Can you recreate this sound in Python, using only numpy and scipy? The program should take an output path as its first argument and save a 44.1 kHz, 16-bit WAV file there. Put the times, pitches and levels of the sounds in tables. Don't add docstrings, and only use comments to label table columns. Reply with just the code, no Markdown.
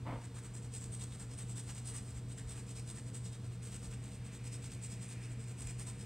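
import sys
import numpy as np
from scipy import signal
from scipy.fft import rfft, irfft, next_fast_len
from scipy.io import wavfile

SR = 44100
rng = np.random.default_rng(int(sys.argv[2]) if len(sys.argv) > 2 else 0)


def file_out(sig):
    cols = np.atleast_2d(sig).T
    lim = np.clip(cols, -1, 1)
    pcm = np.round(lim * 32767).astype(np.int16)
    wavfile.write(sys.argv[1], SR, pcm)


N = 266805
TIME = np.arange(N) / SR


def from_db(db):
    return 10 ** (np.asarray(db) / 20)


def rms_one(x):
    return x / np.sqrt(np.mean(x ** 2) + 1e-20)


def white_noise():
    return rng.standard_normal(N)


def coloured(x, spectrum):
    hz, db = np.transpose(spectrum)
    size = next_fast_len(N + SR)
    bins = np.maximum(np.fft.rfftfreq(size, 1 / SR), 1)
    gain = from_db(np.interp(np.log(bins), np.log(hz), db))
    gain = gain * np.minimum(bins / hz[0], 1) ** 2
    return rms_one(irfft(rfft(x, size) * gain, size)[:N])


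def resonance(x, hz, width_hz):
    r = np.exp(-np.pi * width_hz / SR)
    zeros = np.array([1, 0, -1]) * (1 - r * r) / 2
    poles = [1, -2 * r * np.cos(2 * np.pi * hz / SR), r * r]
    return signal.lfilter(zeros, poles, x + 1e-18)


def lowpass(x, hz):
    return signal.sosfiltfilt(signal.butter(2, hz, fs=SR, output="sos"), x)


def drift(rate):
    knots = rng.standard_normal(N // 10)
    return rms_one(np.interp(TIME * rate, np.arange(len(knots)), knots))


def swell(middle, length, squareness):
    distance = np.abs((TIME - middle) / (length / 2))
    return np.exp(-np.minimum(distance, 10) ** squareness)


def level(curve):
    return from_db(np.interp(TIME, *np.transpose(curve)))


def grains(per_s, spread_db):
    struck = rng.random(N) < per_s / SR
    sizes = rng.standard_normal(N) * from_db(spread_db * rng.standard_normal(N))
    return rms_one(struck * sizes)


# (frequency [Hz], relative density [dB per Hz])
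ELECTRONICS_COLOUR = [(40, -4), (130, -23), (400, 10), (1500, -36), (4000, 0), (8000, 3), (12000, -4),
                      (15500, 13)]


def self_noise(noise_db=-83):
    channels = rng.standard_normal((2, N))
    return from_db(noise_db) * np.array([coloured(white, ELECTRONICS_COLOUR) for white in channels])


# (frequency [Hz], relative density [dB per Hz])
AIR_COLOUR = [(24, -16), (30, -23), (38, -2.5), (50, -4), (95, -3.5), (120, -1), (150, -7.5), (200, -5),
              (250, -13.5), (400, -20.5), (540, -25.5), (1000, -29), (2200, -34), (4500, -36), (15000, -52)]
# (frequency [Hz], rms level before the microphone [dB])
MOTOR_TONES = [(269.5, -69.5)]
# (frequency [Hz], width [Hz], rms level before the microphone [dB])
DUCT_RESONANCES = [(181.2, 26, -66), (276.3, 25, -69.5), (367, 25, -74.5), (453.6, 20, -68.5),
                   (476.6, 19.5, -70.5), (643.5, 45, -78)]
MAINS_HZ, MAINS_DB = 120.0, -46.5
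BEATS_PER_S, BEAT_DEPTH, BEAT_CREST_S = 2.3, 0.11, 0.094
WAVER_DB, WAVERS_PER_S = 1.0, 8


def mains_hum():
    beat = 1 + BEAT_DEPTH * np.cos(2 * np.pi * BEATS_PER_S * (TIME - BEAT_CREST_S))
    wavering = from_db(MAINS_DB + WAVER_DB * drift(WAVERS_PER_S))
    return wavering * beat * np.sin(2 * np.pi * MAINS_HZ * TIME)


def duct():
    out = np.zeros(N)
    for hz, width, db in DUCT_RESONANCES:
        ringing = resonance(resonance(white_noise(), hz, width), hz, width)
        out += from_db(db) * rms_one(ringing)
    return out


def appliance(air_db=-50.5):
    hum = mains_hum()
    tones = sum(from_db(db) * np.sin(2 * np.pi * (hz * TIME + rng.random())) for hz, db in MOTOR_TONES)
    air = from_db(air_db) * coloured(white_noise(), AIR_COLOUR)
    return np.sqrt(2) * (hum + tones) + duct() + air


# (time [s], level before the microphone [dB])
HISS_LEVEL = [(0, -78), (3.5, -78), (4.2, -67.5), (5.05, -65), (5.25, -61.5), (5.4, -68), (6.05, -67.5)]
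# (frequency [Hz], relative density [dB per Hz])
FAR_HISS_COLOUR = [(500, -11.5), (1100, -7), (1600, 0.5), (2100, 4.5), (2500, 7), (3200, -5.5), (5000, -13),
                   (10000, -27.5)]


def far_hiss():
    return level(HISS_LEVEL) * coloured(white_noise(), FAR_HISS_COLOUR)


# (middle time [s], length [s], level before the microphone [dB])
THUD_EVENTS = [(2.12, 0.16, -49), (2.505, 0.24, -53), (3.87, 0.26, -50), (5.653, 0.094, -44)]
# (frequency [Hz], relative density [dB per Hz])
LOW_THUD_COLOUR = [(30, -16.5), (39, 4), (46, 7), (60, 9), (90, 1), (200, -45)]


def thuds():
    swells = sum(from_db(db) * swell(middle, length, squareness=1.4) for middle, length, db in THUD_EVENTS)
    return swells * coloured(white_noise(), LOW_THUD_COLOUR)


# (frequency [Hz], relative density [dB per Hz])
DULL_SCUFF_COLOUR = [(120, -1), (300, 1.5), (410, -9), (550, 0), (740, 0), (820, -5.5), (910, 4),
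                     (1050, -5), (1250, -6), (1420, -14), (2100, -12), (2400, -18), (2900, -19.5),
                     (3300, -22), (6000, -43)]
SCUFF_START_S, SCUFF_ATTACK_S, SCUFF_HOLD_S = 0.046, 0.031, 0.05
SCUFF_FALL_DB_PER_S, SCUFF_DB = 177, -44.5


def scuff():
    age = TIME - SCUFF_START_S
    attack = np.clip(age / SCUFF_ATTACK_S, 0, 1)
    fall_db = SCUFF_FALL_DB_PER_S * np.clip(age - SCUFF_ATTACK_S - SCUFF_HOLD_S, 0, 1)
    rubbing = coloured(grains(per_s=5000, spread_db=0.5), DULL_SCUFF_COLOUR)
    return attack * from_db(SCUFF_DB - fall_db) * rubbing


def far_sounds():
    return scuff() + far_hiss() + thuds()


ROOM_DB, ROOM_T60_S = -6.5, 0.59


def room(x, first_echo_s=0.0033):
    t = TIME[:SR // 2]
    echoes = rng.standard_normal(len(t)) * from_db(-60 * t / ROOM_T60_S) * (t > first_echo_s)
    return signal.fftconvolve(x, echoes / np.linalg.norm(echoes))[:N]


def sideways(x, apart_hz=12000, side_db=-13):
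    side = signal.sosfilt(signal.butter(2, apart_hz, "high", fs=SR, output="sos"), room(x))
    return from_db(side_db) * np.array([side, -side])


# (time [s], relative level [dB])
SNAG_EVENTS = [(0.5523, -26.5), (1.749, -27), (1.965, -18.5), (3.1553, -37), (5.6714, -21), (5.797, -21)]
# (frequency [Hz], relative density [dB per Hz])
CRACK_COLOUR = [(1000, -10), (4000, -4), (8000, 13), (11000, 0), (15000, -14)]
SNAG_DB = -9


def snags(decay_s=0.0018, crest_db=-15.0):
    out = np.zeros(N)
    for s, db in SNAG_EVENTS:
        out += from_db(db + crest_db) * (TIME >= s) * np.exp(-np.abs(TIME - s) / decay_s)
    return from_db(SNAG_DB) * out * coloured(white_noise(), CRACK_COLOUR)


# (middle time of the out stroke [s], its length [s], relative out level [dB], relative back level [dB])
BRUSH_RUBS = [(0.16, 0.074, -69.5, -58), (0.375, 0.055, -53, -55.5), (0.566, .058, -54, -58.5),
              (0.757, 0.063, -48, -51.5), (0.945, .06, -51.5, -47.5), (1.136, 0.06, -56, -52),
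              (1.325, 0.061, -55.5, -49.5), (1.506, 0.056, -52, -47.5), (1.698, 0.062, -50, -51),
              (1.886, 0.064, -47.5, -48.5), (2.092, 0.065, -56.5, -56.5), (2.313, 0.054, -54.5, -54.5),
              (2.507, 0.066, -51, -52), (2.7, 0.062, -53, -51), (2.894, 0.061, -51, -53),
              (3.082, .051, -57, -49.5), (3.265, 0.053, -53.5, -55), (3.456, 0.061, -61.5, -60.5),
              (3.66, 0.069, -50, -48.5), (3.848, 0.06, -52, -55.5), (4.061, 0.073, -56, -55),
              (4.27, 0.059, -58, -53), (4.463, 0.051, -51, -50), (4.652, 0.06, -50, -50.5),
              (4.847, 0.052, -48, -48.5), (5.035, 0.064, -52.5, -51), (5.238, .058, -56, -60),
              (5.42, 0.068, -59, -55.5), (5.613, .068, -50.5, -52), (5.81, 0.057, -48.5, -49),
              (6.015, 0.064, -57, -58)]
RETURN_S = 0.079
BACK_LENGTH_SHARE, BACK_BODY_DB = 0.93, 0.5


def strokes():
    for s, length, out_db, back_db in BRUSH_RUBS:
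        yield s, length, out_db, 0
        yield s + RETURN_S, BACK_LENGTH_SHARE * length, back_db, BACK_BODY_DB


# (frequency [Hz], relative density [dB per Hz])
BRISTLE_COLOUR = [(250, -48), (600, 3), (1000, 2), (2000, 2.5), (3600, 1.1), (4300, -0.2), (6000, 0.76),
                  (8200, 3.5), (9000, 1), (9900, -4), (11000, -10), (12200, -12), (15500, -11.5)]


def bristle_flicks(flicks_per_s=14000, spread_db=1.0, clump_db=1.77, clumps_per_s=260):
    clumps = from_db(clump_db * drift(clumps_per_s))
    return coloured(grains(flicks_per_s, spread_db) * clumps, BRISTLE_COLOUR)


# (time [s], relative level [dB])
SHEET_BODY = [(.4, 0), (.94, -4.5), (1.03, 1.5), (1.5, 0.5), (1.8, 0), (2.8, -1.5), (3.2, -2), (3.9, 0.5),
              (4.7, -4), (5.05, -6.5), (5.55, 2), (6.05, -2)]
DEEP_HZ = 3400
USUAL_STROKE_DB, DULLING_DB_PER_DB = -55, 0.41
BRUSH_DB = -5.5


def brush(body_hz=5500, squareness=3.5, body_squareness=2.03, body_gain_db=1.0):
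    flicks = bristle_flicks()
    body = lowpass(flicks, body_hz)
    deep = lowpass(body, DEEP_HZ)
    out = np.zeros(N)
    for middle, length, db, extra_db in strokes():
        dulling_db = DULLING_DB_PER_DB * (USUAL_STROKE_DB - db)
        body_db = np.interp(middle, *np.transpose(SHEET_BODY)) + extra_db + dulling_db
        tips = swell(middle, length, squareness) * (flicks - body)
        sheet = swell(middle, length, body_squareness) * (body - deep + from_db(body_db) * deep)
        out += from_db(db) * (tips + from_db(body_gain_db) * sheet)
    return from_db(BRUSH_DB) * out


# (frequency [Hz], width [Hz])
SHEET_RESONANCES = [(1050, 390), (1700, 780), (2500, 330), (3700, 310), (5200, 610), (7500, 630),
                    (9000, 810)]


def on_sheet(x, patchy_db=3.0, shifts_per_s=16):
    out = x
    for hz, width in SHEET_RESONANCES:
        out = out + (from_db(patchy_db * drift(shifts_per_s)) - 1) * resonance(x, hz, width)
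    return out


def stereo(x, mono_below_hz=2100):
    late = np.r_[0, x[:-1]]
    treble = signal.butter(1, mono_below_hz, "high", fs=SR, output="sos")
    side = signal.sosfiltfilt(treble, (late - x) / 2)
    return (late + x) / 2 + np.array([side, -side])


def scene():
    near = on_sheet(brush() + snags())
    middle = near + from_db(ROOM_DB) * room(near) + appliance() + far_sounds()
    return stereo(middle) + sideways(near) + self_noise()


def record(dry, port_hz=8300, port_width_hz=700, port_db=9.0, low_cut_hz=31, top_cut_hz=15750):
    heard = dry + from_db(port_db) * resonance(dry, port_hz, port_width_hz)
    heard = signal.sosfilt(signal.butter(8, low_cut_hz, "high", fs=SR, output="sos"), heard)
    return signal.sosfilt(signal.ellip(12, 0.1, 80, top_cut_hz, fs=SR, output="sos"), heard)


dry = scene()
out = record(dry)
file_out(out)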